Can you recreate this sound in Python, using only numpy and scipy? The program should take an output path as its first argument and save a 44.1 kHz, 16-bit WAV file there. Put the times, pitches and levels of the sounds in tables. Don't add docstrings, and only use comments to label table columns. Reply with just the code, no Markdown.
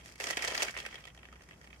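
import sys
import numpy as np
from scipy import signal
from scipy.fft import rfft, irfft
from scipy.io import wavfile

SR = 44100
rng = np.random.default_rng(int(sys.argv[2]) if len(sys.argv) > 2 else 0)


def convert_level_to_amplitude(level_db):
    exponent = np.asarray(level_db, float) / 20
    return 10 ** exponent


def int16_out(signal):
    q = np.round(np.clip(np.atleast_2d(signal).T, -1, 1) * 32767)
    wavfile.write(sys.argv[1], SR, q.astype(np.int16))


N = 79380


def rms_one(x):
    return x / np.sqrt(np.mean(x ** 2) + 1e-20)


def at_hz(points, hz):
    table_hz, values = np.transpose(points)
    return np.interp(np.log(hz), np.log(np.maximum(table_hz, 1)), values)


def drift(corner_hz):
    r = np.exp(-2 * np.pi * corner_hz / SR)
    slow = signal.lfilter([1], [1, -2 * r, r * r], rng.standard_normal(N + SR))
    return rms_one(slow[SR:])


def ring(clicks, hz, t60):
    r = convert_level_to_amplitude(-60 / (t60 * SR))
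    w = 2 * np.pi * hz / SR
    gain = np.sqrt((1 - r * r) / 2)
    return signal.lfilter(gain * np.array([1, 0, -1]), [1, -2 * r * np.cos(w), r * r], clicks + 1e-18)


def contacts(per_s, spread_db):
    size = convert_level_to_amplitude(spread_db * np.minimum(rng.exponential(1, N), 3))
    sign = rng.choice([-1, 1], N)
    struck = rng.random(N) < per_s / SR
    return rms_one(size * sign * struck)


HUM_HZ, HUM_DB = 60.3, -61.5
HUM_WIDTH_HZ = 12


def hum():
    t60 = np.log(1000) / (np.pi * HUM_WIDTH_HZ)
    once = ring(rng.standard_normal(N + SR), HUM_HZ, t60)
    twice = ring(once, HUM_HZ, t60)
    return convert_level_to_amplitude(HUM_DB) * rms_one(twice[SR:])


# [f/Hz, relative level/dB per Hz]
HISS_COLOUR = [(30, -14), (70, -7), (157, -2), (273, -10), (1040, -18.5), (1860, -21.5), (3670, -44),
               (5590, -26), (13700, -37.5), (16000, -89)]
# [f/Hz, left-right correlation from -1 to 1]
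HISS_LIKENESS = [(60, 0.86), (240, 0.93), (950, 0.24), (3770, -0.4)]
HISS_DB = -60.5


def hiss():
    hz = np.maximum(np.arange(N // 2 + 1) * SR / N, 1)
    alike = np.clip(at_hz(HISS_LIKENESS, hz), -1, 1)
    mid, side = rfft(rng.standard_normal((2, N))) * convert_level_to_amplitude(at_hz(HISS_COLOUR, hz))
    left_right = np.sqrt(1 + alike) * mid + np.sqrt(1 - alike) * side * [[1], [-1]]
    return convert_level_to_amplitude(HISS_DB) * rms_one(irfft(left_right, N))


ROOM_T60_S, ROOM_DB = 0.1, -13
WALL_CUT_HZ = 6300
ROOM_ALIKE_HZ = 650


def room(x):
    t = np.arange(SR // 3) / SR
    mid, side = rng.standard_normal((2, len(t)))
    side = signal.sosfilt(signal.butter(1, ROOM_ALIKE_HZ, "high", fs=SR, output="sos"), side)
    dull = np.exp(-2 * np.pi * WALL_CUT_HZ / SR)
    answer = signal.lfilter([1], [1, -dull], [mid + side, mid - side])
    answer = answer * convert_level_to_amplitude(-60 * t / ROOM_T60_S) * (t > .003)
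    unit_answer = rms_one(answer) / np.sqrt(len(t))
    return convert_level_to_amplitude(ROOM_DB) * signal.fftconvolve(x, unit_answer, axes=1)[:, :N]


# [t/s, middle level/dB, treble level/dB], before clumping and ringing
RUSTLE_COURSE = [(0, -57.5, -63), (0.122, -62.5, -60.5), (.15, -68, -80), (.19, -64, -64),
                 (0.233, -44.5, -46.5), (.32, -44, -46.5), (.36, -49.5, -55), (.43, -43, -49.5),
                 (.6, -39, -45), (0.701, -47.5, -53.5), (0.728, -61, -60), (0.799, -50.5, -54),
                 (.9, -56.5, -64), (1.0, -58.5, -64.5), (1.13, -68.5, -79), (1.8, -70.5, -71.5)]
RUSTLE_BASS_DB = -6.5
RUSTLE_CONTACTS_PER_S, RUSTLE_SPREAD_DB = 400, 0.5
RUSTLE_CLUMP_HZ, RUSTLE_CLUMP_DB = 59, 2.7


def rustle_envelopes():
    s, middle_db, treble_db = np.transpose(RUSTLE_COURSE)
    t = np.arange(N) / SR
    shared = drift(RUSTLE_CLUMP_HZ)
    envelopes = []
    for course_db in (middle_db + RUSTLE_BASS_DB, middle_db, treble_db):
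        clump = (shared + drift(RUSTLE_CLUMP_HZ)) / np.sqrt(2)
        envelopes.append(convert_level_to_amplitude(np.interp(t, s, course_db) + RUSTLE_CLUMP_DB * clump))
    return envelopes


# [t/s, nominal peak level/dB, pitch f/Hz, treble level against peak/dB]
SWING_TAPS = [(0.0583, -39, 2260, -5.5), (0.0883, -43, 2050, -19), (0.1214, -46.5, 2730, -1.5),
              (0.156, -43, 2340, -4), (0.7396, -36.5, 1900, -20), (1.039, -40.5, 3200, -16),
              (1.0522, -35.5, 3230, -13), (1.0745, -36.5, 3180, -19.5), (1.099, -56, 3100, -23),
              (1.1469, -47.5, 1950, -5), (1.1747, -40.5, 2970, -18), (1.2305, -36, 2480, -26),
              (1.252, -48, 2900, -13), (1.2854, -46.5, 1700, -22.5), (1.3256, -37.5, 1270, -19),
              (1.3608, -47, 1910, -20), (1.394, -54, 2230, -32), (1.4079, -43.5, 1850, -25),
              (1.4197, -48, 1910, -3.5), (1.4874, -41.5, 1940, -13.5), (1.509, -42, 2180, -20),
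              (1.5312, -47, 2640, -21), (1.6125, -46.5, 1840, -9), (1.6415, -47.5, 2130, -13),
              (1.672, -41.5, 2140, -18), (1.728, -41, 2260, -24)]
TAP_BASS_DB, TAP_T60_S = -12.5, .022


def taps():
    touches = list(SWING_TAPS)
    late = rng.random((len(SWING_TAPS), 2, 2))
    for (s, db, _, treble_db), pair in zip(SWING_TAPS, late):
        for wait, size in pair:
            bounce_s = s + .03 * (0.18 + wait)
            bounce_db = db - 8 * (.5 + size)
            bounce_hz = 2600 * 2 ** (size - .5)
            touches.append((bounce_s, bounce_db, bounce_hz, treble_db))
    return [(s, db, hz, TAP_BASS_DB, treble_db, TAP_T60_S) for s, db, hz, treble_db in touches]


# [t/s, nominal peak level/dB, pitch f/Hz, bass level against peak/dB,
# treble level against peak/dB, die-away t60/s before the limits below]
TUMBLE_KNOCKS = [(0.1994, -29.5, 2050, -6.5, -7, 0.085), (0.2079, -27.5, 2360, -14, -10, 0.019),
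                 (0.2175, -41, 1750, 0, -2, 0.045), (0.2397, -21.5, 6140, -17.5, -13, 0.02),
                 (0.2687, -21, 5900, -12, -15, 0.031), (0.3009, -26.5, 1870, -8, -6, 0.037),
                 (0.3067, -24.5, 1880, -17, -4.5, 0.018), (0.3697, -19.5, 1590, -11, -11.5, 0.049),
                 (0.3914, -27.5, 2970, -16, -18, 0.05), (0.4076, -34, 1870, -41, -21, 0.047),
                 (0.4216, -24, 2330, -19, -9, 0.053), (0.4406, -29, 2080, -8, -11, 0.042),
                 (0.4465, -26.5, 2280, -28, -7, 0.049), (0.4748, -24.5, 4640, -20, -11.5, 0.044),
                 (0.5105, -30, 2060, -10, -26, 0.013), (0.5455, -25.5, 2430, -29, -9, 0.044),
                 (0.5505, -24.5, 1900, -25, -10, 0.021), (0.5765, -19.5, 4700, -19, -12, 0.026),
                 (0.603, -26, 2020, -15, -19, 0.054), (0.6202, -19, 2530, -12.5, -6.5, 0.046),
                 (0.6255, -22.5, 5570, -25, -12.5, 0.027), (0.6306, -26, 1970, -5.5, -1.5, 0.023),
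                 (0.649, -43.5, 1880, 5.5, -11, 0.04), (0.6826, -27.5, 1950, -19, -16, 0.034),
                 (0.6934, -29.5, 1910, -13, -15, 0.02), (0.7068, -43.5, 2080, -23, 4, 0.031),
                 (0.7503, -33, 1910, -17, -28, 0.029), (0.7650, -29, 2260, -9.5, -21, 0.023),
                 (0.7734, -26.5, 1780, -15, -12, 0.026), (0.7865, -27.5, 2950, -13.5, -17, 0.047),
                 (0.8008, -25, 2900, -28, -19, 0.013), (0.850, -35, 2080, -27, -15, 0.059),
                 (0.8617, -26.5, 2420, -14.5, -12.5, 0.029), (0.9256, -40, 1940, -13, -28, 0.036),
                 (0.9416, -37, 2220, -8, -9.5, 0.036), (0.9538, -34.5, 3230, -12, -17.5, 0.051),
                 (0.9795, -41.5, 1970, -13, -33, 0.051)]


def all_blows():
    return TUMBLE_KNOCKS + taps()


CREST_DB, RISE_S = 10, .0012
SHORTEST_T60_S, LONGEST_T60_S = .004, .038
KNOCK_CONTACTS_PER_S, KNOCK_SPREAD_DB = 1400, 2
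FAVOUR_DB, FAVOUR_OCTAVES = 9, 0.22
BLOW_COLOUR_DB = 3.5
FIRST_TOUCH = (3, 6, 3.5)


def knock_force(blows, hz, part):
    force = np.zeros(N + SR)
    first = np.zeros(N)
    t = np.arange(SR // 10) / SR
    chances = rng.uniform(-0.98, 1, len(blows))
    for (s, db, pitch, bass_db, treble_db, t60), chance in zip(blows, chances):
        near = np.exp(-.5 * (np.log2(hz / pitch) / FAVOUR_OCTAVES) ** 2)
        part_db = (bass_db, FAVOUR_DB * near - CREST_DB, FAVOUR_DB * near + treble_db)[part]
        top = convert_level_to_amplitude(db + BLOW_COLOUR_DB * chance + part_db)
        die_away = convert_level_to_amplitude(-60 * t / np.clip(t60, SHORTEST_T60_S, LONGEST_T60_S))
        start = int(s * SR)
        force[start:start + len(t)] += top * die_away * (1 - np.exp(-t / RISE_S))
        touch = start + int(RISE_S * SR * rng.uniform(.5, 2))
        first[touch] = FIRST_TOUCH[part] * top * rng.choice([-1, 1])
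    return force[:N] * contacts(KNOCK_CONTACTS_PER_S, KNOCK_SPREAD_DB) + first


# [f/Hz, level/dB], to which a 3 dB per octave rise is added
CARD_COLOUR = [(200, -21.5), (432, -4.5), (1420, -4.5), (1910, 5), (2800, -4.5), (3250, -5.5), (3970, -35),
               (4680, -5), (6520, -5.5), (16000, -27)]
# [f/Hz, level/dB, die-away t60/s]
BOX_RESONANCES = [(440, -5, 0.024), (680, -3.5, 0.022), (1260, -1, 0.022), (1880, 4, 0.022),
                  (2230, 0, 0.014), (2595, -1, 0.013), (3200, 3, 0.013), (4774, -1, 0.0035),
                  (5740, -5, 0.0044)]
# [f/Hz, left minus right level/dB]
MICROPHONE_BALANCE = [(180, 1), (550, 3.5), (1650, -4.5), (4970, 0.0), (15000, -1.5)]
CARD_CYCLES = 8.45
BASS_TOP_HZ, TREBLE_FROM_HZ = 1100, 4000
SOFTNESS = 1.5
LAG_SPREAD_S = .00027


def boxes():
    rustle, blows = rustle_envelopes(), all_blows()
    card = [(hz, at_hz(CARD_COLOUR, hz) + 10 * np.log10(hz / 2000), CARD_CYCLES / hz)
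            for hz in np.geomspace(220, 15700, num=26)]
    resonances = card + BOX_RESONANCES
    pitches, dbs, _ = np.transpose(resonances)
    parts = (pitches > BASS_TOP_HZ) * 1 + (pitches > TREBLE_FROM_HZ)
    whole = np.sqrt(np.bincount(parts, convert_level_to_amplitude(2 * dbs)))
    out = np.zeros((2, N))
    for (hz, db, t60), part in zip(resonances, parts):
        left = knock_force(blows, hz, part)
        left = left + contacts(RUSTLE_CONTACTS_PER_S, RUSTLE_SPREAD_DB) * rustle[part]
        lag = np.rint(LAG_SPREAD_S * SR * rng.standard_normal(N))
        moved = np.clip(np.arange(N) + lag, 0, N - 1).astype(int)
        right = np.bincount(moved, left, N)
        soft = signal.butter(3, min(SOFTNESS * hz, .45 * SR), fs=SR, output="sos")
        both = signal.sosfilt(soft, [left + 1e-18, right + 1e-18])
        balance_db = at_hz(MICROPHONE_BALANCE, hz) * np.array([[.5], [-.5]])
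        out += convert_level_to_amplitude(db + balance_db) / whole[part] * ring(both, hz, t60)
    return out


def scene():
    ladder = boxes()
    return ladder + room(ladder) + hum() + hiss()


def top_cut(x):
    return signal.sosfilt(signal.butter(12, 16330, fs=SR, output="sos"), x)


LOW_CUT_HZ, HIGH_CUT_HZ = 45, 16250


def record(dry):
    x = signal.sosfilt(signal.butter(4, LOW_CUT_HZ, "high", fs=SR, output="sos"), dry)
    x = signal.sosfilt(signal.cheby2(20, 60, HIGH_CUT_HZ, fs=SR, output="sos"), x)
    return top_cut(x)


dry = scene()
out = record(dry)
int16_out(out)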